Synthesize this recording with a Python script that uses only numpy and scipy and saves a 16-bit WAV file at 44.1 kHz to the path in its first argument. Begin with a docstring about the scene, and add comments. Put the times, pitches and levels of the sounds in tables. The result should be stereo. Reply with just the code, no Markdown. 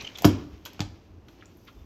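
"""A plush toy, swung down twice by a cockatoo, strikes a hardwood floor in a small room.
Each impact excites the damped modes of the boards: a hard part of the toy cracks and the floor booms.
A few tiny squeaks come first; beak and claws tick and scuff on the toy, and plush and feathers rustle.
Near the end the bird shifts its weight with soft bumps and lifts the toy with a faint squeak.
A low room hum and a deep rumble lie underneath."""
import sys
import numpy as np
from scipy import signal
from scipy.fft import rfft, irfft, next_fast_len
from scipy.io import wavfile
from scipy.ndimage import map_coordinates

SR = 44100
rng = np.random.default_rng(int(sys.argv[2]) if len(sys.argv) > 2 else 0)


def put_to_file(sound):
    """Save the sound as 16-bit audio at rate SR, in the file named by the first command-line argument."""
    columns = np.atleast_2d(sound).T  # one column per channel
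    safe = np.clip(columns, -1, 1)
    whole_steps = np.round(safe * 32767)
    wavfile.write(sys.argv[1], SR, whole_steps.astype(np.int16))


N = 81585


def amp(db):
    """Amplitude ratio of a level in decibels."""
    return 10 ** (np.asarray(db) / 20)


def unit(x):
    """Normalisation to rms 1."""
    return x / np.sqrt(np.mean(x ** 2) + 1e-20)


def along(points, hz):
    """Interpolation of (f/Hz, value) points on a logarithmic frequency axis."""
    f, v = np.transpose(points)
    return np.interp(np.log(hz + 1), np.log(f + 1), v)


def since(s):
    """Time in seconds since the instant s, for every sample."""
    return np.arange(N) / SR - s


def curve(rows):
    """Linear interpolation of (t/s, value) points, for every sample."""
    return np.interp(since(0), *np.transpose(rows))


def wobble(rate):
    """Random modulation: a spline through rate Gaussian values a second."""
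    return map_coordinates(rng.standard_normal(N // 8), [np.arange(N) * rate / SR], mode="wrap")


def filtered(x, response):
    """Linear filtering: the spectrum of x times a frequency response."""
    size = next_fast_len(N + SR // 4)
    return irfft(rfft(x, size) * response(np.fft.rfftfreq(size, 1 / SR)), size)[..., :N]


def noise(colour_db):
    """Coloured noise of rms 1; colour_db gives the relative level at each frequency."""
    return unit(filtered(rng.standard_normal(N), lambda hz: amp(colour_db(hz))))


def diffuse(colour):
    """Diffuse field: stereo noise of rms 1, most alike in both channels at long wavelengths."""
    # side level relative to mid (f/Hz, level/dB)
    width = [(100, -30), (200, -19), (380, -14), (700, -6), (2000, -6), (5000, -5), (12000, -6)]
    response = lambda hz: amp([along(colour, hz), along(colour, hz) + along(width, hz)])
    mid, side = filtered(rng.standard_normal((2, N)), response)
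    return unit(np.array([mid + side, mid - side]))


def in_room(x, room_db):
    """Reverberation: early reflections and an exponentially decaying tail follow the direct sound."""
    # reverberation time (f/Hz, T60/s)
    room_t60 = [(80, 0.81), (300, 0.81), (800, 0.69), (2500, 0.47), (5000, 0.53), (8000, 0.33),
                (13000, 0.11)]
    build_s, early_db, early_t60_s = 0.0028, 9, 0.12
    field = diffuse([(1, 0), (SR, 0)])[:, :SR * 3 // 4]
    hz, t, spectra = signal.stft(field, SR, nperseg=256)
    decay = amp(-60 * t / along(room_t60, hz)[:, None]) + amp(early_db - 60 * t / early_t60_s)
    tail = signal.istft(spectra * decay, SR, nperseg=256)[1]
    tail *= 1 - np.exp(-(np.arange(tail.shape[1]) / SR / build_s) ** 2)
    tail /= np.linalg.norm(tail[0])
    return x + amp(room_db) * signal.fftconvolve(np.atleast_2d(x), tail, axes=1)[:, :N]


def burst(s, rise, t60):
    """Transient envelope: a Gaussian rise to the peak at s, then exponential decay."""
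    t = since(s)
    return np.exp(-(np.minimum(t, 0) / rise) ** 2) * amp(-60 * np.maximum(t, 0) / t60)


def background():
    """Ambient noise in a diffuse field: a steady room hum and a deep rumble that comes and goes."""
    # spectra of hum and rumble (f/Hz, relative level/dB)
    hum_colour = [(30, -37), (70, -2.5), (100, 4.5), (150, -8.5), (220, -5), (340, -3.5), (520, -14.5),
                  (1000, -19.5), (2500, -37.5), (6000, -45), (9000, -47.5), (12500, -54), (16000, -62)]
    rumble_colour = [(15, -33), (35, -20.5), (52, -6), (90, -6.5), (130, -21), (300, -29), (1000, -83.5)]
    # envelope of the rumble (t/s, level/dB)
    rumble_levels = [(0, -63), (.3, -55), (.58, -49), (.7, -60), (.9, -49), (1.05, -65), (1.12, -49),
                     (1.2, -49), (1.29, -59.5), (1.55, -62.5), (1.72, -59), (1.77, -49), (1.84, -46)]
    hum_db = -54.5
    return amp(hum_db) * diffuse(hum_colour) + amp(curve(rumble_levels)) * diffuse(rumble_colour)


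def rustle():
    """Friction noise of plush and feathers, made grainy by random amplitude modulation."""
    # envelopes of the rustle and of the thin, high feather hiss (t/s, level/dB)
    rustle_levels = [(0, -43.5), (.08, -46.5), (.13, -50.5), (.2, -49.5), (.26, -37), (.5, -63), (.54, -55),
                     (.6, -63), (.72, -53.5), (.95, -62), (1.22, -69.5), (1.4, -59), (1.6, -66),
                     (1.85, -65)]
    hiss_levels = [(0, -68.5), (.9, -76), (1.25, -83), (1.3, -69), (1.42, -77.5), (1.55, -70.5),
                   (1.67, -67.5), (1.85, -73.5)]
    # their spectra (f/Hz, relative level/dB)
    rustle_colour = [(200, 13.5), (600, 6.5), (1400, 0), (2600, 4.5), (4000, -1.5), (6200, -4), (8500, -20),
                     (12500, -33), (16000, -32.5)]
    hiss_colour = [(2000, -16), (6000, 6), (9000, -9.5), (13000, 3), (16000, -12)]
    grain_db, grains_per_s = 1.5, 360
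    grainy = lambda colour: unit(diffuse(colour) * amp(grain_db * wobble(grains_per_s)))
    rustling = amp(curve(rustle_levels)) * grainy(rustle_colour)
    hiss = amp(curve(hiss_levels)) * grainy(hiss_colour)
    return rustling + hiss


def squeaks():
    """Tiny squeaks: a tone and its second harmonic, roughened by frequency jitter and a noisy rasp."""
    # squeaks (peak t/s, rise/s, f/Hz, glide/(octave/s), level/dB)
    events = [(.012, 0.0068, 3720, 0, -40.5), (.013, 0.0027, 5800, 0.5, -43),
              (.018, 0.019, 2560, -0.5, -43), (.051, 0.0045, 3020, -0.5, -34.5),
              (.077, 0.0092, 2980, 9.5, -35), (.161, .007, 3260, -16.5, -37.5),
              (.188, 0.0043, 3346, 6.5, -38)]
    # spectrum of the rasp (f/Hz, relative level/dB)
    rasp_colour = [(500, -26.5), (1600, -17.5), (2300, 1), (3500, -12), (4500, -10), (6200, -12),
                   (8000, -23.5), (15000, -44)]
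    jitter_fraction, jitter_per_s = .062, 1300
    overtone_db, rasp_db = -19.5, -7
    out = np.zeros(N)
    for s, rise, hz, glide, db in events:
        t = np.clip(since(s), -4 * rise, rise)  # the pitch glides only around the peak
        pitch = hz * 2 ** (glide * t) * (1 + jitter_fraction * wobble(jitter_per_s))
        phase = 2 * np.pi * np.cumsum(pitch) / SR
        tone = np.sqrt(2) * (np.sin(phase) + amp(overtone_db) * np.sin(2 * phase))
        rasp = amp(rasp_db) * noise(lambda f: along(rasp_colour, f))
        out += amp(db) * burst(s, rise, t60=.016) * (tone + rasp)
    return in_room(out, room_db=-10)


def clicks():
    """Impulsive excitation: brief, hard contacts of beak and toy radiate broadband cracks."""
    # contacts (t/s, level/dB, T60/s, tilt above 300 Hz/(dB/octave))
    contacts = [(0.0235, -36, 0.0067, 0.5), (0.175, -38.5, 0.016, 2), (0.185, -34, 0.034, 2),
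                (0.19, -45, 0.011, -5), (0.2213, -30, 0.014, 10), (0.2453, -14.5, 0.033, -2),
                (0.2503, -15.5, 0.019, 8.5), (0.6526, -37.5, 0.053, 6), (.659, -35.5, 0.066, -1.5),
                (0.733, -44, 0.0093, 4), (.7935, -35, 0.027, -3.5), (0.8052, -29.5, 0.014, -0.5),
                (0.8143, -34.5, 0.047, -3.5), (1.2842, -46.5, 0.034, -3)]
    # spectrum of a crack before the tilt (f/Hz, relative level/dB)
    colour = [(150, -26), (500, -2), (1100, 1.5), (2000, -3), (3000, 1.5), (5300, -5), (7000, -3.5),
              (9500, -20.5), (12000, -6), (16000, -34)]
    out = np.zeros(N)
    for s, db, t60, tilt in contacts:
        crack = noise(lambda hz: along(colour, hz) + tilt * np.log2(np.maximum(hz, 300)))
        out += amp(db) * burst(s, rise=0.00011, t60=t60) * crack
    return in_room(out, room_db=-6)


def scuffs():
    """Resonant filtering: each rub or snap of beak, claws and toy is noise in one broad resonance."""
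    # rubs and snaps (t/s, level/dB, rise/s, T60/s, centre f/Hz, half-width/octave)
    rubs = [(0.2237, -33.5, 0.0012, 0.012, 668, 0.22), (0.238, -37.5, 0.0065, .03, 650, 0.29),
            (0.2459, -19.5, 0.00038, 0.022, 1148, 0.27), (.251, -23.5, 0.00083, .03, 5210, 0.17),
            (.805, -26.5, 0.00053, 0.019, 4970, 0.59), (1.412, -59, 0.0055, .05, 2920, 0.36),
            (1.425, -40, 0.00042, 0.014, 1510, 0.43), (1.458, -50, 0.0014, 0.019, 7000, .35),
            (1.572, -57, 0.0017, 0.018, 11400, 0.25), (1.652, -60, 0.0018, 0.016, 12100, .3),
            (1.681, -50.5, 0.0086, 0.075, 2690, 0.64), (1.686, -53, 0.0087, 0.07, 1220, 0.23)]
    out = np.zeros(N)
    for s, db, rise, t60, centre, width in rubs:
        rub = noise(lambda hz: -20 * np.log10(1 + (np.log2((hz + 1) / centre) / width) ** 4 / 2))
        out += amp(db) * burst(s, rise, t60) * rub
    return in_room(out, room_db=-7)


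def thumps():
    """Modal vibration: each landing of the toy rings the boards, then the wider floor booms."""
    # landings, the softer one duller (t/s, level/dB, tilt about 200 Hz/(dB/octave))
    landings = [(.2462, -7, -0.5), (0.7971, -24.5, -8)]
    # floorboard modes (f/Hz, relative level/dB, T60/s)
    modes = [(74.4, -23, 0.4), (99.8, -7.5, 0.29), (140, -1.5, 0.076), (196.3, 0, 0.093),
             (256, -11.5, 0.099), (300, 3.5, 0.13), (352.5, -26, 0.55), (388.5, -2.5, 0.083),
             (552, -13, 0.1), (610, -9.5, 0.055), (695, -4.5, 0.061), (952, -15, .09), (1123, -17.5, 0.11),
             (1250, -17, 0.064), (1316, -17.5, 0.064), (1520, -23.5, 0.077)]
    # spectrum of the boom before the tilt (f/Hz, relative level/dB)
    boom_colour = [(25, -24.5), (60, -3.5), (100, -1), (150, -7), (210, -2.5), (290, 4.5), (400, -8),
                   (550, -16), (1000, -22), (3000, -52.5)]
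    attack_s, spread_rad, full_spread_hz = 0.0032, .25, 450
    boom_db, boom_delay_s, boom_t60_s = -14, 0.012, 0.48
    left_right = np.array([[1], [-1]])
    out = np.zeros((2, N))
    for s, db, tilt in landings:
        t = np.maximum(since(s), 0)
        ring = 0
        for k, (hz, level, t60) in enumerate(modes):
            # a phase difference between the channels gives each mode its own direction
            phase = spread_rad * min(hz / full_spread_hz, 1) * rng.standard_normal() * left_right
            decay = amp(level + tilt * np.log2(hz / 200) - 60 * t / t60)
            polarity = (-1) ** k  # neighbouring modes swing opposite ways
            ring += polarity * decay * np.sin(2 * np.pi * hz * t + phase)
        ring *= amp(db) * (1 - np.exp(-t / attack_s))
        boom = diffuse([(hz, level + tilt * np.log2(hz / 200)) for hz, level in boom_colour])
        boom *= amp(db + boom_db) * burst(s + boom_delay_s, boom_delay_s / 2, boom_t60_s)
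        out += in_room(ring, room_db=-14.5) + boom
    return out


def bumps():
    """Slow forcing: soft pushes excite only the lowest resonance of the floor."""
    # the bird shifts its weight and lifts the toy (t/s, level/dB)
    pushes = [(1.11, -46), (1.18, -43), (1.78, -50), (1.825, -40.5)]
    floor_hz = 53.9
    return sum(amp(db) * burst(s, rise=0.0092, t60=0.21) * np.sin(2 * np.pi * floor_hz * since(s))
               for s, db in pushes)


def lift_squeak():
    """A pure tone under a Gaussian envelope: the faint, thin squeak as the toy is lifted."""
    peak_s, half_width_s, pitch_hz, level_db = 1.795, 0.022, 3540, -68
    t = since(peak_s)
    return amp(level_db) * np.exp(-(t / half_width_s) ** 2) * np.sin(2 * np.pi * pitch_hz * t)


def scene():
    """Superposition: the sound pressures of floor, toy, bird and room add."""
    return thumps() + bumps() + clicks() + scuffs() + squeaks() + lift_squeak() + rustle() + background()


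def record(dry):
    """Stereo pickup: two ports differ in level and phase; low cut, saturation and band limit follow."""
    # left port minus right port (f/Hz, level/dB)
    balance = [(60, 0), (110, .5), (200, 1.5), (650, 1.8), (1200, -2.4), (2400, 0), (4400, -1), (8000, 0)]
    # lead of the left port over the right (f/Hz, phase/rad)
    lead = [(100, 0), (5000, .1), (6800, 1.4), (8200, 2.7), (9500, 3.14), (10800, 3.5), (12400, 5.1),
            (14300, 6.3)]
    low_cut_hz, top_hz, ceiling = 23, 16400, .95

    def response(hz):
        """Transfer function: each port takes half of the difference, then a first-order high-pass."""
        gain = amp(np.outer([.5, -.5], along(balance, hz)))
        phase = np.outer([.5, -.5], along(lead, hz))
        return gain * np.exp(1j * phase) * 1j * hz / (1j * hz + low_cut_hz)

    x = filtered(dry, response)
    x = x / (1 + np.abs(x / ceiling) ** 6) ** (1 / 6)  # soft clipping
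    return filtered(x, lambda hz: hz < top_hz)


dry = scene()
out = record(dry)
put_to_file(out)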